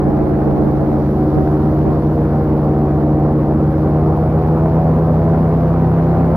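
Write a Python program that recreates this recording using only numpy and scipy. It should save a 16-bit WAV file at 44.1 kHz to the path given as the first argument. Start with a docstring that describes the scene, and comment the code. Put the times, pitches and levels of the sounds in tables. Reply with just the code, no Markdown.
"""The engine and propeller of an airboat on calm water, heard from a seat in front of the engine.
Exhaust beat and geared propeller drone are two stacks of sine tones that follow the engine speed.
Shaped noise makes the rest: the roar of the slipstream, wind buffeting the microphone (mostly its
right port), and a faint hiss on top. The overdriven input softly squeezes all of it."""
import sys
import numpy as np
from scipy import signal
from scipy.io import wavfile
from scipy.ndimage import uniform_filter1d

SR = 44100
rng = np.random.default_rng(int(sys.argv[2]) if len(sys.argv) > 2 else 0)


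def persist_wave(psi):
    """Save psi, clipped to +-1, as 16-bit WAV."""
    counts = np.round(np.clip(psi, -1, 1) * 32767).astype(np.int16)
    wavfile.write(sys.argv[1], SR, np.atleast_2d(counts).T)


N = 280476  # length in samples

# how fast the engine turns over time: time_s, engine_cycles_hz
ENGINE_SPEED = [(0, 28.28), (0.8, 28.34), (1.2, 28.62), (1.65, 29.27), (1.95, 29.5), (2.25, 29.66),
                (2.55, 29.17), (2.85, 29.0), (3.15, 29.17), (3.5, 29.22), (4.05, 30.23), (4.95, 31.65),
                (5.25, 31.77), (5.85, 32.47), (6.36, 32.72)]
CRUISE_HZ = 30.5  # engine cycles per second at which the tone and roar levels are stated


def gain_of(db):
    """Turns decibels into a plain factor."""
    return 10 ** (np.asarray(db) / 20)


def evened(x):
    """Scales a signal to an rms of 1."""
    return x / np.sqrt(np.mean(x ** 2) + 1e-20)


def read(points, hz):
    """Reads a spectrum, straight lines on a log-frequency axis."""
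    point_hz, value = np.transpose(points)
    return np.interp(np.log(hz + 1), np.log(point_hz + 1), value)


def curve(rows, t):
    """Reads a time curve, straight lines between its points."""
    return np.interp(t, *np.transpose(rows))


def drift(top_hz, count):
    """Slow chance: rows of smoothed noise, made at rms 1 on a coarse grid, then filled in."""
    step = 256  # samples between grid points
    slow = rng.standard_normal((count, N // step + 2))
    cutoff = min(top_hz * 2 * step / SR, .9)
    slow = signal.filtfilt(*signal.butter(1, cutoff), slow)
    return [np.interp(np.arange(N) / step, np.arange(len(row)), evened(row)) for row in slow]


def tones(orders, turns, speed, start, level_db, waver_db, waver_rad, waver_hz):
    """A stack of multiples of one rotation; each wavers in level and phase in the turbulent air."""
    # echoes off hull and water cancel tones that pass these places: centre_hz, half_width_hz, depth_db
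    nulls = [(86.4, 2.2, -5), (240.5, 8, -7.5), (341.4, 15, -8)]
    level_drifts, phase_drifts = drift(waver_hz, len(orders)), drift(waver_hz, len(orders))
    out = np.zeros((2, N))
    over = speed - CRUISE_HZ
    rate_hz = np.gradient(turns[1]) * SR
    for order, sway, slip, start_rad in zip(orders, level_drifts, phase_drifts, start):
        k, db, db_per_hz, bend_db = order
        loose = k ** 0.96  # higher tones are shaken more
        null_db = sum(depth_db * np.exp(-((k * rate_hz - hz) / width) ** 2)
                      for hz, width, depth_db in nulls)
        steady_db = db + db_per_hz * over + bend_db * over ** 2 + null_db + level_db
        sway_db = waver_db * loose * np.minimum(sway, .8)  # tones dip more than they swell
        level = np.sqrt(2) * gain_of(steady_db + sway_db)  # sine peak from rms
        angle = 2 * np.pi * k * turns + start_rad + waver_rad * loose * slip
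        out += level * np.sin(angle)
    return out


def noise(shape_db, same, patchy_db, flicker_db, size):
    """Stereo noise at rms 1 from random short-time spectra, shaped by shape_db(hz, t) and same(hz)."""
    hop = size // 4
    frames, hz = N // hop + 5, np.fft.rfftfreq(size, 1 / SR)[:, None]
    a, b, c, d, patches = rng.standard_normal((frames, len(hz), 5)).T
    # patches: lumps in time and pitch; flicker: all pitches together
    patches = uniform_filter1d(patches, size=10, axis=0)
    patches = evened(uniform_filter1d(patches, size=10, axis=1))
    flicker = evened(uniform_filter1d(rng.standard_normal(frames), size=3))
    # the right channel is part copy of the left, part noise of its own
    likeness = np.clip(same(hz), -1, 1)
    left, own = a + 1j * b, c + 1j * d
    spectra = np.array([left, likeness * left + np.sqrt(1 - likeness ** 2) * own])
    frame_s = np.arange(frames) * hop / SR
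    spectra *= gain_of(shape_db(hz, frame_s) + patchy_db * patches + flicker_db * flicker)
    sound = signal.istft(spectra, nperseg=size, noverlap=size - hop)[1]
    return evened(sound[:, :N])


def engine(cycles, speed):
    """Uneven firing through two pipes gives many multiples of the engine cycle."""
    # exhaust tones: cycle_multiple, cruise_rms_db, gain_db_per_hz above cruise, bend_db_per_hz_squared
    exhaust = [(2, -25.5, 1, -0.08), (3, -25, 0.54, 0.3), (4, -28, 3, -0.5), (5, -15.5, 0.97, -0.44),
               (6, -31, 2.8, -1.4), (7, -27, -1.66, -0.33), (8, -31, 0.6, 0.3), (9, -37.5, -3.5, -0.56),
               (10, -36.5, 3, 0.5), (11, -24.5, -0.32, .5), (12, -33, -3, -0.1), (14, -42.5, 0, 0.3),
               (15, -46.5, -1, 2.4), (16, -28.5, -1.6, -2.6), (17, -45, -2.5, 1), (19, -41.5, -1.1, 0.9),
               (20, -47, -1.5, -.9)]
    ringing = np.array([row[0] == 5 for row in exhaust])  # the fifth runs against its neighbours
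    start = 2.3 * ringing + 0.31 * rng.standard_normal(len(exhaust))
    return tones(exhaust, cycles, speed, start, 0, waver_db=0.1546, waver_rad=0.031, waver_hz=3.8)


def propeller(passes, speed, t):
    """Each blade pass is a pressure pulse, smeared by cage and hull: its tones are loosely in step."""
    # blade tones, levels before the curve below:
    # blade_multiple, cruise_rms_db, gain_db_per_hz of engine speed above cruise, bend_db_per_hz_squared
    blades = [(1, -24, 1.1, -0.5), (2, -28.5, 1, -2), (3, -22.5, .1, -0.57), (4, -22, -0.44, -.5),
              (5, -27.5, -0.4, 0.3), (6, -30, 3.5, -1.05), (7, -31, 1.3, -.9), (8, -32, 1.8, -0.23),
              (9, -32, 1.9, -0.13), (10, -35, -0.9, -0.22), (11, -46.5, -0.8, .9), (12, -47.5, 4, -0.4)]
    # level change shared by all blade tones: time_s, level_db
    blade_level = [(0, 0.7), (.6, 0.1), (1.3, 2), (2.1, -1.5), (2.9, 1), (4.3, -0.25), (5.3, -0.4),
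                   (5.8, -6), (6.36, -1.8)]
    start = 1.4 * rng.standard_normal(len(blades))
    level_db = curve(blade_level, t)
    return tones(blades, passes, speed, start, level_db, waver_db=0.69, waver_rad=0.082, waver_hz=6.5)


def roar(passes, speed):
    """Turbulent slipstream, chopped a little by each blade, louder and brighter with engine speed."""
    # spectrum shape before the tilt: pitch_hz, relative_db_per_hz
    roar_shape = [(25, -28.5), (50, -12), (80, -4.5), (130, -2), (220, 0), (290, -8), (400, -6), (600, -9),
                  (800, -12.5), (1070, -16.5), (1600, -29), (2300, -39.5), (3300, -52.5), (6000, -80)]
    # left-right likeness, 1 is identical: pitch_hz, likeness
    roar_same = [(60, 0.94), (300, 1), (600, 1), (900, 1), (1500, .75), (2600, 0.33)]

    def field(hz, s):
        """Spectrum in dB, tilted toward the treble as the engine speeds up."""
        over = curve(ENGINE_SPEED, s) - CRUISE_HZ
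        tilt_db_per_octave = 0.78 + 0.01 * over
        return read(roar_shape, hz) + tilt_db_per_octave * np.log2(hz / 400 + 0.21)

    air = noise(field, lambda hz: read(roar_same, hz), patchy_db=1.2, flicker_db=0.36, size=1024)
    late_left = np.pad(air[0], (3, 0), "edge")[:N]  # three samples later at the left port
    air = np.array([late_left, air[1]])
    level_db = -21 + 0.9 * (speed - CRUISE_HZ)
    chop = 1 + 0.2 * np.cos(2 * np.pi * passes)
    return gain_of(level_db) * air * chop


def wind(t):
    """Lumpy buffeting, almost unrelated at the two ports: a headwind with single gusts."""
    # spectrum shape: pitch_hz, relative_db_per_hz
    wind_shape = [(15, -15), (40, -5.5), (116, 0.5), (250, -4), (400, -1), (720, -6), (900, -17.5),
                  (1500, -23.5), (3000, -50.5), (6000, -81)]
    # steady headwind before the port gains, strong at first, easing as the bow swings round,
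    # up again at the end: time_s, level_db
    headwind = [(0, -24), (.45, -22), (.95, -26), (1.05, -33), (2, -32.5), (2.2, -39), (4.2, -39),
                (4.6, -41.5), (5.5, -41), (6.2, -31.5)]
    # single gusts on top, before the port gains: centre_s, peak_db
    gust_list = [(1.39, -22), (1.88, -25), (2.54, -31), (3.02, -30)]
    # gain of each port, left then right: gain_db
    port_gain = [
        [-5],
        [4],
    ]
    gust_s = .035  # half length
    air = noise(lambda hz, s: read(wind_shape, hz) + 0 * s, lambda hz: 0.06 + 0 * hz,
                patchy_db=2.5, flicker_db=-0.5, size=512)
    gusts = sum(gain_of(db) * np.exp(-((t - s) / gust_s) ** 2) for s, db in gust_list)
    return (gain_of(curve(headwind, t)) + gusts) * gain_of(port_gain) * air


def hiss(passes, t):
    """Faint treble hiss, mostly unlike left and right, louder on the right, fluttering with the blades."""
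    # spectrum shape with a deep gap near 8 kHz: pitch_hz, relative_db_per_hz
    hiss_shape = [(500, -13.5), (2500, -2), (4500, -0.5), (6000, -6.5), (7200, -16.5), (7900, -26),
                  (8600, -15.5), (9800, -8.5), (12000, -5.5), (14000, -6.5), (15700, -11.5)]
    # left-right likeness, below 0 is opposed: pitch_hz, likeness
    hiss_same = [(2000, -0.27), (4000, -0.3), (8000, -0.053), (14000, -.05)]
    # level before the channel gains: time_s, level_db
    hiss_level = [(0, -61), (1.5, -58), (3.1, -61), (4.9, -59), (6.36, -58.5)]
    air = noise(lambda hz, s: read(hiss_shape, hz) + 0 * s, lambda hz: read(hiss_same, hz),
                patchy_db=0.9, flicker_db=0.75, size=256)
    channel_gain = gain_of([[4.5], [7]])  # dB, left then right
    flutter = 1 + 0.092 * np.cos(2 * np.pi * passes)
    return gain_of(curve(hiss_level, t)) * channel_gain * air * flutter


def scene():
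    """One engine rotation drives exhaust, blades and slipstream; wind and hiss are added."""
    t = np.arange(N) / SR
    speed = uniform_filter1d(curve(ENGINE_SPEED, t), size=8000)
    cycles = np.cumsum(speed) / SR
    # pipes and blades sit a little to the right: the left port hears them later
    left = np.array([[1], [0]])
    pipe_lag_s, blade_lag_s = 1.5 / SR, 3.5 / SR
    blades_per_cycle = 2.619  # blade passes per engine cycle, through the gears
    passes = blades_per_cycle * (cycles - speed * blade_lag_s * left)
    cycles = cycles - speed * pipe_lag_s * left
    drive = engine(cycles, speed) + propeller(passes, speed, t)
    return drive + roar(passes, speed) + wind(t) + hiss(passes, t)


def record(dry):
    """The overdriven input squeezes the peaks softly, hiss and all; then the band limit."""
    squeezed = 0.69 * np.tanh(1.15 * dry / 0.77)
    edge_hz = 15750  # top of the band
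    band_limit = signal.firwin(511, edge_hz, window=("kaiser", 9), fs=SR)
    return signal.oaconvolve(squeezed, band_limit[None], "same")


dry = scene()
out = record(dry)
persist_wave(out)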